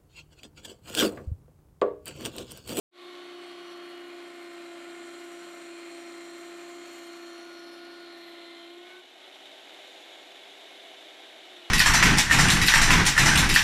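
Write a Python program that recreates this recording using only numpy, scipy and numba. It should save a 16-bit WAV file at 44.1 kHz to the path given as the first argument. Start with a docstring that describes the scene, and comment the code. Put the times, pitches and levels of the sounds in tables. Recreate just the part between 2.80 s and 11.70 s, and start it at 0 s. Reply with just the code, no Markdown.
"""At the die head of a pipe threading machine. Under load the fast motor hums a clear tone,
gears and bearings whine at ratios of its speed, the oiled dies grind, chips hiss and metal squeaks.
Near 6 s the dies open: the hum drops away, the motor runs up, slack gears sing softly and
fan air and loose teeth leave a rough whir, with a high whistle and a ring. At the end the motor slows."""
import sys
import numpy as np
from scipy import signal
from scipy.fft import rfft, irfft
from scipy.io import wavfile
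from numba import njit

SR = 44100
rng = np.random.default_rng(int(sys.argv[2]) if len(sys.argv) > 2 else 0)


def to_wav(sig):
    """Store sig (one row per channel, or 1-D mono) as 16-bit WAV at the path in sys.argv[1].

    Samples outside -1..1 are clipped; the rate is SR.
    """
    pcm = np.clip(np.atleast_2d(sig), -1, 1) * 32767
    pcm = np.round(pcm).astype(np.int16)
    wavfile.write(sys.argv[1], SR, pcm.T)  # frames by channels


N = 392490

START_S, EASE_S, OPEN_S, SLACK_S, SLOW_S = 0.11, 4.04, 5.87, 6.21, 8.53
ATTACK_S, LET_GO_S = 0.064, 0.014
FREE_HZ, DRAG_RUN_UP_S, FREE_RUN_UP_S, SLOWING_HZ_PER_S = 397, .72, .35, 150
WHEEL_RATIO, FRONT_RATIO, REAR_RATIO, RACE_RATIO = .2717, 1.04875, 3.078, 5.312  # per shaft turn
HISS_FAR_HZ, HISS_NEAR_HZ, TREBLE_HZ, TOP_HZ = 3400, 7620, 4560, 15450
WHIR_DB, WHIR_LOADED_DB, WHIR_SCREENED_DB = -0.86, -4, -8
FLUTTER_HZ, FLUTTER_DEPTH = 28.3, 0.31

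# shaft speed in the cut (time [s], rate [Hz])
CUT_SPEED = [(0.25, 354.1), (0.8, 348.9), (1.4, 348.2), (1.85, 343.5), (2.1, 343.3), (2.65, 345.7),
             (2.8, 342.3), (3.1, 341.2), (3.6, 342.7), (3.95, 345.8), (4.2, 342.0), (4.8, 342.7),
             (5.25, 344.2), (5.4, 341.5), (5.85, 340.3)]
# microphone path to the die head and back (time [s], closeness [0-1], chip hiss level [dB])
MIC_PATH = [(.2, 0.1, -85), (.38, 0, -94), (.56, 0.3, -102), (.75, 0.4, -99), (1, 0.7, -111),
            (1.5, 0.99, -101), (2.2, 0.97, -92.5), (3.6, 0.94, -92), (4.15, 0.88, -90), (4.5, 0.83, -94),
            (4.9, 0.51, -95.5), (5.4, 0.17, -89.5), (5.8, 0.02, -88), (6.3, 0.05, -105)]

# partials (multiple of the part's rate, level [dB])
SHAFT_PARTIALS = [(2, -56), (3, -67), (4, -74), (6, -77), (7, -67.5), (10, -82), (21, -82), (22, -88)]
FRONT_PARTIALS = [(4, -59.5), (8, -72.5), (12, -60), (16, -67), (18, -91), (19, -79), (20, -76), (21, -83),
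                  (22, -85.5), (23, -79), (24, -72.5), (25, -84), (27, -82), (28, -79.5), (29, -80),
                  (30, -89), (31, -79), (32, -86), (34, -88), (35, -77), (36, -78), (37, -86), (39, -92),
                  (40, -88), (43, -86)]
REAR_PARTIALS = [(1, -73.5), (2, -62), (3, -66.5), (4, -64), (5, -78), (7, -96), (8, -91)]
RACE_PARTIALS = [(1, -69), (2, -76.5), (4, -91)]
# gear wheel partials (multiple of wheel rate, level [dB], swell period [s], crest [s], depth [0-1])
WHEEL_PARTIALS = [(1, -89, 1.39, 0.84, 0.45), (2, -74, 1.4, 0.98, 0.17), (3, -62.5, 0.9, 1.39, 0.24),
                  (4, -63, 0.8, 1.51, 0.13)]
# sum and difference tones of the mesh (multiple of shaft rate, level [dB])
MESH_TONES = [(0.737, -70.5), (1.274, -72.5), (1.621, -72.5), (1.73, -71), (2.096, -67), (2.26, -70.5),
              (2.543, -77), (3.29, -80.5), (3.354, -70.5), (3.651, -78), (3.76, -74), (4.02, -73),
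              (3.92, -65), (4.47, -69.5), (4.79, -75), (5.19, -65.5), (5.26, -75), (5.59, -72), (6.31, -80),
              (6.7, -75), (7.24, -82), (8.09, -72), (8.57, -85), (9.506, -82), (10.91, -81), (11.48, -68.5),
              (11.8, -79), (11.98, -71), (12.04, -68), (12.23, -71), (19.3, -85), (19.86, -85), (22.2, -84)]
# slack gear tones (multiple of wheel rate added to shaft rate, level [dB])
SLACK_TONES = [(1, -66.5), (2, -65.5)]
# bearing pressure depth (at wheel rate [0-1], at twice wheel rate [0-1], at shaft rate [0-1])
PRESS_DEPTHS = (0.19, 0.12, 0.24)

# noise spectra (frequency [Hz], density [dB/Hz])
GRIND_SPECTRUM = [(25, -135), (75, -118), (150, -104.6), (230, -94.5), (310, -81.5), (390, -88), (470, -95),
                  (620, -84), (900, -89), (1150, -89), (2200, -86), (4200, -96.5), (5000, -103),
                  (10000, -109), (15000, -122)]
WHIR_SPECTRUM = [(40, -124), (130, -111), (220, -96.5), (330, -82), (460, -88), (700, -81.5), (1150, -95),
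                 (1600, -88), (2500, -87), (3600, -82.5), (4700, -96.5), (7500, -100.3), (9200, -107.5),
                 (10000, -104.5), (11200, -106.5), (12000, -113.5), (12900, -107), (14000, -118),
                 (15000, -120)]
# resonances (centre [Hz], width [Hz], gain [dB])
CASTING_MODES = [(1075, 51, 9.5), (1262, 14, 9.5), (1600, 31, 0.5), (2242, 44, 9.5), (2885, 39, 9),
                 (2994, 72, 9.5), (3250, 51, 5), (4700, 34, 3), (4570, 210, -21)]
HEAD_MODES = [(566, 31, 6.5), (990, 45, -4.5), (1177, 58, 5), (1325, 68, 7.5), (2130, 300, 2.5),
              (2440, 23, 7.5), (2420, 140, -0.5), (4260, 380, 6), (4880, 550, 4.5)]
DIE_MODES = [(4120, 480, 5.5), (5250, 240, 4), (6500, 120, 1), (5730, 1900, -5), (7300, 110, 5),
             (7540, 170, 5), (8850, 200, 1), (7730, 250, -6), (8150, 430, 3), (11100, 1600, 8),
             (15100, 3000, -2)]
HOUSING_MODES = [(350, 240, 2), (665, 42, 5.5), (752, 67, 3), (903, 31, 3.5), (1025, 25, 4.5),
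                 (1088, 22, 8), (1890, 62, 2), (2180, 110, 7), (2390, 49, 3), (2930, 21, 8.5),
                 (3040, 44, 6.5), (3430, 91, -9), (3340, 32, 7.5), (3450, 36, 11), (3620, 30, 4.5),
                 (3820, 370, 3.5), (11530, 110, 8)]

# part levels (cutting [dB], change when close [dB], as cut eases [dB], as dies open [dB], free [dB])
HUM_DB = (-46.5, 1.5, -4.5, -3.5, -64)
WHEEL_DB = (0.2, 0.1, -5, -4, -18)
SHAFT_DB = (-2.5, 2, 1, -7.5, -13)
MESH_DB = (-3.5, 2.5, 1, -15, -8)
FRONT_DB = (-5, 2, -1.5, 1.5, -18)
REAR_DB = (-1, 0.9, 0, -8.5, -21)
TREBLE_DB = (-6.5, 7, 4, 4, -11)
GRIND_DB = (-2, 1.5, -8, 4, -11.5)

# swells and dips (centre [s], length [s], change [dB])
HUM_SWELLS = [(1.53, .15, -2.5), (2.76, 0.14, -2), (4.13, 0.17, -2.5), (5.96, 0.16, 4.5), (6.19, 0.09, 1.5),
              (8.88, 0.4, 6.5)]
SHAFT_DIPS = [(.2, .7, -3)]  # overtones build as the dies bite
WHINE_TREBLE_DIPS = [(1.4, 1.6, -3), (6.1, 0.35, -6)]
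GRIND_DIPS = [(5.94, .1, -6), (6.28, 0.17, -13)]  # dies let go, gears go slack
GRIND_TREBLE_SWELLS = [(.85, 0.37, 1), (5.9, 1.2, -5)]
WHIR_SWELLS = [(5.95, 0.18, -1.5), (6.29, .19, -2), (6.62, .25, 0.4), (7.07, 0.38, 0.7)]
# single bearing partials squeal or sink (centre [s], length [s], multiple of its rate, change [dB])
FRONT_SQUEALS = [(2.25, 0.43, 4, 4.5), (3.22, 0.17, 4, -9), (4.9, 0.93, 4, 8), (5.68, .25, 4, 4.5),
                 (6.14, 0.11, 4, 8), (0.98, 0.8, 8, 12), (1.85, .35, 8, -3), (3.6, .6, 8, -8),
                 (4.3, 0.38, 8, 4.5), (6.07, 0.13, 8, 6.5), (0.68, 0.87, 12, 9.5), (2.1, 1.6, 12, -4.5),
                 (3.7, .6, 12, -3), (4.19, .36, 12, 6.5), (4.93, 0.99, 12, 8.5), (6.3, 0.6, 12, -12),
                 (.82, 0.4, 16, 4.5), (1.2, .3, 16, -8), (1.6, 1.3, 16, -3.5), (4.6, 0.87, 16, 3),
                 (5.8, 0.73, 16, -8), (3.2, .9, 24, 5.5), (4.22, 0.22, 24, 9), (0.97, 0.8, 27, 13),
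                 (4.8, 0.94, 29, 9), (4.2, .2, 36, 4.5), (5.45, 0.18, 36, 9)]
REAR_SQUEALS = [(.3, 0.45, 1, 6.5), (0.95, .8, 2, -8), (4.9, 0.76, 2, -13), (5.7, 0.27, 2, 2.5),
                (6.09, 0.17, 2, 9), (0.89, 0.53, 3, 4.5), (5, 0.45, 3, -5), (.65, 0.97, 4, 4),
                (1.9, 1, 4, -16), (3.1, 0.66, 4, 4.5), (4.8, .25, 4, -11), (5.15, 0.88, 4, 5.5),
                (4.9, .2, 5, 9)]
# metallic squeaks and rings in the cut; a high whistle and a ring while running free
# (centre [s], length [s], pitch [Hz], level [dB], phase jitter [rad])
SQUEAKS_AND_RINGS = [(0.26, 0.4, 3600, -63, .95), (.35, 1.14, 1125, -60, 0.9), (0.5, 0.45, 3000, -62, .95),
                     (.38, 0.33, 8300, -84, .6), (0.63, 0.14, 8310, -74, .9), (1, 0.93, 1150, -63, 0.9),
                     (1, 0.91, 8400, -85, .6), (3, 0.58, 2443, -62, 0.7), (5.45, .3, 1810, -63, 1),
                     (5.42, .2, 2000, -62, 0.9), (5.8, 0.2, 3140, -62, .7), (5.55, .5, 2040, -62.5, 0.8),
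                     (5.65, .5, 4100, -62, 0.8), (7.27, 0.66, 6900, -73, 0.45), (7.8, 1.5, 3484, -65, .9)]
# knock in the whir (time [s], gain [dB], decay [s])
KNOCKS = [(6.657, -4, 0.0062)]

TIME_S = np.arange(N) / SR


def undb(db):
    """Decibels to gain."""
    return np.exp(np.float32(db) * np.float32(np.log(10) / 20))


def curves(table):
    """Each column interpolated over time."""
    times_s, *columns = np.transpose(table)
    return [np.interp(TIME_S, times_s, column) for column in columns]


def ramp(start_s, length_s):
    """Linear rise from 0 to 1."""
    return np.clip((TIME_S - start_s) / length_s, 0, 1)


def arch(centre_s, length_s):
    """Rounded rise to 1 and back, length_s wide at half height."""
    return 2 ** -np.minimum(np.abs(2 * (TIME_S - centre_s) / length_s) ** 3, 40)


def swells_db(table):
    """Sum of rounded level changes."""
    return sum(db * arch(centre_s, length_s) for centre_s, length_s, db in table)


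def walk(rate_hz):
    """Random glide, spread near 1."""
    step = max(int(SR / rate_hz), 2)
    points = rng.standard_normal((N // step + 3, 1), dtype=np.float32)
    glides = points[:-1] + np.diff(points, axis=0) * np.arange(step, dtype=np.float32) / step
    return 1.22 * glides.ravel()[rng.integers(step):][:N]


def highpass(x, hz):
    """Zero-phase high-pass."""
    return signal.sosfiltfilt(signal.ellip(6, .1, 40, hz, "high", fs=SR, output="sos"), x)


@njit
def bandpass(x, centre_hz, width_hz):
    """Moving band-pass, unity peak gain."""
    y, band, low = np.empty(len(x)), 0., 0.
    for i in range(len(x)):
        g, damping = np.tan(np.pi * centre_hz[i] / SR), width_hz[i] / centre_hz[i]
        v = (band + g * (x[i] - low)) / (1 + g * (g + damping))
        band, low, y[i] = 2 * v - band, low + 2 * g * v, damping * v
    return y


def resonate(x, modes, colour_db=0):
    """Peaks and notches on top of a broad colour."""
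    hz = np.arange(N // 2 + 1, dtype=np.float32) * SR / N
    modes_db = sum(db / (1 + (2 * (hz - centre_hz) / width_hz) ** 2) for centre_hz, width_hz, db in modes)
    return irfft(rfft(np.float32(x)) * undb(colour_db + modes_db), N)


def noise(spectrum, modes):
    """Noise shaped by a spectrum and resonances."""
    points_hz, levels_db = np.transpose(spectrum)
    bins_hz = np.arange(1, N // 2 + 2) * SR / N
    colour_db = np.interp(np.log(bins_hz), np.log(points_hz), levels_db)
    return resonate(rng.standard_normal(N), modes, colour_db) * np.sqrt(SR / 2)


def tone(angle, rms_db, waver_db, waver_hz):
    """Sine of wavering level; angle in radians."""
    turns = angle / (2 * np.pi) + rng.random()
    wave = np.sin(np.float32(turns - np.floor(turns)) * (2 * np.pi))
    return 2 ** .5 * undb(rms_db + waver_db * walk(waver_hz)) * wave


def partials(angle, table, waver_db, waver_hz, fade_db=0, squeals=()):
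    """Harmonics of a rotation; random fading grows by fade_db per order."""
    total = 0
    for order, db in table:
        own_squeals = [(s, length_s, change_db) for s, length_s, k, change_db in squeals if k == order]
        level_db = db + swells_db(own_squeals) + fade_db * order * np.tanh(walk(7.6))
        total += tone(order * angle, level_db, waver_db, waver_hz)
    return total


def part_db(levels_db, near):
    """Level of a part through cutting, easing, die opening and free running."""
    cut_db, near_db, eased_db, open_db, free_db = levels_db
    eased = ramp(EASE_S, OPEN_S - EASE_S) ** 1.3
    opened = ramp(OPEN_S, SLACK_S - OPEN_S)
    slack = ramp(SLACK_S - LET_GO_S / 2, LET_GO_S)
    loaded_db = cut_db + near_db * near + eased_db * eased + open_db * opened
    return (1 - slack) * loaded_db + slack * free_db


def motor_load():
    """Load share: decays slowly while the opening dies drag, then faster."""
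    dragging_s = np.clip(TIME_S - OPEN_S, 0, SLACK_S - OPEN_S)
    free_s = np.maximum(TIME_S - SLACK_S, 0)
    return np.exp(-dragging_s / DRAG_RUN_UP_S - free_s / FREE_RUN_UP_S)


def motor_speed_hz(load):
    """Load holds the motor below free speed; at the end it slows steadily."""
    (cutting_hz,) = curves(CUT_SPEED)
    slowing_hz = SLOWING_HZ_PER_S * np.maximum(TIME_S - SLOW_S, 0)
    return FREE_HZ + load * (cutting_hz - FREE_HZ) - slowing_hz


def motor_hum(shaft, near):
    """The spinning shaft hums one clear tone."""
    return tone(shaft, part_db(HUM_DB, near) + swells_db(HUM_SWELLS), waver_db=0.4, waver_hz=30)


def gear_drone(wheel):
    """Low gear wheel partials, each beating slowly and evenly."""
    angle = wheel + 0.1 * walk(18)
    total = 0
    for order, db, period_s, crest_s, depth in WHEEL_PARTIALS:
        beat = 1 + depth * np.cos(2 * np.pi * (TIME_S - crest_s) / period_s)
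        total += tone(order * angle, db, waver_db=1.1, waver_hz=13) * beat
    return total


def gear_mesh(shaft):
    """Meshing parts give sum and difference tones."""
    return sum(tone(ratio * shaft + 0.31 * walk(18), db, waver_db=2.5, waver_hz=9)
               for ratio, db in MESH_TONES)


def bearing(shaft, wheel, ratio, table, slip_rad, chatter_rad, fade_db, squeals=()):
    """Balls slip and chatter over a flaw, fraying high partials; wheel and shaft press on them."""
    angle = ratio * shaft + slip_rad * walk(25) + chatter_rad * walk(160)
    rolling = partials(angle, table, waver_db=1.52, waver_hz=26, fade_db=fade_db, squeals=squeals)
    pressure = sum(depth * np.cos(np.float32(turn) + 2 * np.pi * rng.random())
                   for depth, turn in zip(PRESS_DEPTHS, (wheel, 2 * wheel, shaft)))
    return rolling * (1 + pressure)


def drive_whine(shaft, wheel, near):
    """Gears and bearings whine through the casting; the treble flutters."""
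    gears = gear_drone(wheel) * undb(part_db(WHEEL_DB, near))
    overtones = partials(shaft, SHAFT_PARTIALS, waver_db=1.13, waver_hz=14)
    overtones *= undb(part_db(SHAFT_DB, near) + swells_db(SHAFT_DIPS))
    mesh = gear_mesh(shaft) * undb(part_db(MESH_DB, near))
    race = bearing(shaft, wheel, RACE_RATIO, RACE_PARTIALS, slip_rad=0.16, chatter_rad=0.061, fade_db=3)
    front = bearing(shaft, wheel, FRONT_RATIO, FRONT_PARTIALS,
                    slip_rad=0.026, chatter_rad=0.013, fade_db=0.12, squeals=FRONT_SQUEALS)
    rear = bearing(shaft, wheel, REAR_RATIO, REAR_PARTIALS,
                   slip_rad=0.13, chatter_rad=0.044, fade_db=0.9, squeals=REAR_SQUEALS)
    whine = mesh + front * undb(part_db(FRONT_DB, near)) + (rear + race) * undb(part_db(REAR_DB, near))
    treble_db = part_db(TREBLE_DB, near) + swells_db(WHINE_TREBLE_DIPS) + 2 * walk(130)
    whine += highpass(whine, TREBLE_HZ) * (undb(treble_db) - 1)
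    return resonate(gears + overtones + whine, CASTING_MODES)


def grinding(shaft, wheel, near, hiss_db):
    """Teeth and dies scrape; scrape and chip hiss pulse with wheel and shaft."""
    pulse = 1 + 0.07 * np.cos(wheel) + 0.072 * np.cos(shaft) + 0.069 * np.cos(2 * shaft)
    level_db = part_db(GRIND_DB, near) + swells_db(GRIND_DIPS)
    scrape = noise(GRIND_SPECTRUM, HEAD_MODES)
    scrape *= undb(level_db + 1.23 * walk(220) + 1.27 * np.tanh(walk(24.62)))
    scrape += highpass(scrape, TREBLE_HZ) * (undb(swells_db(GRIND_TREBLE_SWELLS)) - 1)
    return (scrape + chip_hiss(near, hiss_db)) * pulse


def chip_hiss(near, hiss_db):
    """Chips hiss; an echo off the die head picks a band, higher when close, and its weak octave."""
    centre_hz = HISS_FAR_HZ * (HISS_NEAR_HZ / HISS_FAR_HZ) ** near
    width_hz = 0.34 * centre_hz
    rush = rng.standard_normal(N) * np.sqrt(SR / 2) * undb(hiss_db + 0.82 * walk(150) + 0.46 * walk(14))
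    band = bandpass(bandpass(rush, centre_hz, width_hz), centre_hz, width_hz)
    octave = bandpass(rush, 2 * centre_hz, 2 * width_hz)
    return resonate(band + undb(-20.5) * octave, DIE_MODES)


def housing_whir(load, near):
    """Fan air and loose teeth rattle, louder off load; close in, the die head screens them."""
    level_db = WHIR_DB + WHIR_LOADED_DB * load + WHIR_SCREENED_DB * near + swells_db(WHIR_SWELLS)
    rattle = undb(level_db + 0.79 * walk(400) + 0.25 * walk(70) + 0.042 * walk(5.9))
    return noise(WHIR_SPECTRUM, HOUSING_MODES) * (rattle + knock_gain())


def squeaks_and_rings():
    """Frayed, fluttering metallic tones: squeaks and rings in the cut, a whistle and a ring off load."""
    flutter = 1 + FLUTTER_DEPTH * np.cos(2 * np.pi * FLUTTER_HZ * TIME_S + 0.91 * walk(11))
    total = 0
    for centre_s, length_s, hz, db, jitter_rad in SQUEAKS_AND_RINGS:
        angle = 2 * np.pi * hz * TIME_S + jitter_rad * walk(110)
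        total += arch(centre_s, length_s) * tone(angle, db, waver_db=3, waver_hz=22)
    return flutter * total


def slack_gears(shaft, wheel, speed_hz):
    """Near full speed the slack gears sing unsteadily."""
    gain = np.interp(speed_hz, [360, 398], [0, 1])
    return gain * sum(tone(shaft + order * wheel + 0.47 * walk(24), db, waver_db=1.5, waver_hz=17)
                      for order, db in SLACK_TONES)


def knock_gain():
    """Envelope of a sharp blow in the housing."""
    return sum(undb(db) * (TIME_S >= start_s) * np.exp(-np.clip((TIME_S - start_s) / decay_s, 0, 20))
               for start_s, db, decay_s in KNOCKS)


def scene():
    """One shaft drives the rotating parts; job stage and microphone closeness set the levels."""
    near, hiss_db = curves(MIC_PATH)
    load = motor_load()
    speed_hz = motor_speed_hz(load)
    shaft = 2 * np.pi * np.cumsum(speed_hz * (1 + 0.000787 * walk(12))) / SR  # angle [rad]
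    wheel = WHEEL_RATIO * shaft
    tones = motor_hum(shaft, near) + drive_whine(shaft, wheel, near)
    tones += squeaks_and_rings() + slack_gears(shaft, wheel, speed_hz)
    noises = grinding(shaft, wheel, near, hiss_db) + housing_whir(load, near)
    attack = (1 - np.exp(-np.maximum(TIME_S - START_S, 0) / ATTACK_S)) ** 2
    return ((tones + noises) * attack)[None]


def record(dry):
    """Steep low-pass at TOP_HZ."""
    return signal.sosfilt(signal.ellip(12, .2, 80, TOP_HZ, fs=SR, output="sos"), dry)


dry = scene()
out = record(dry)
to_wav(out)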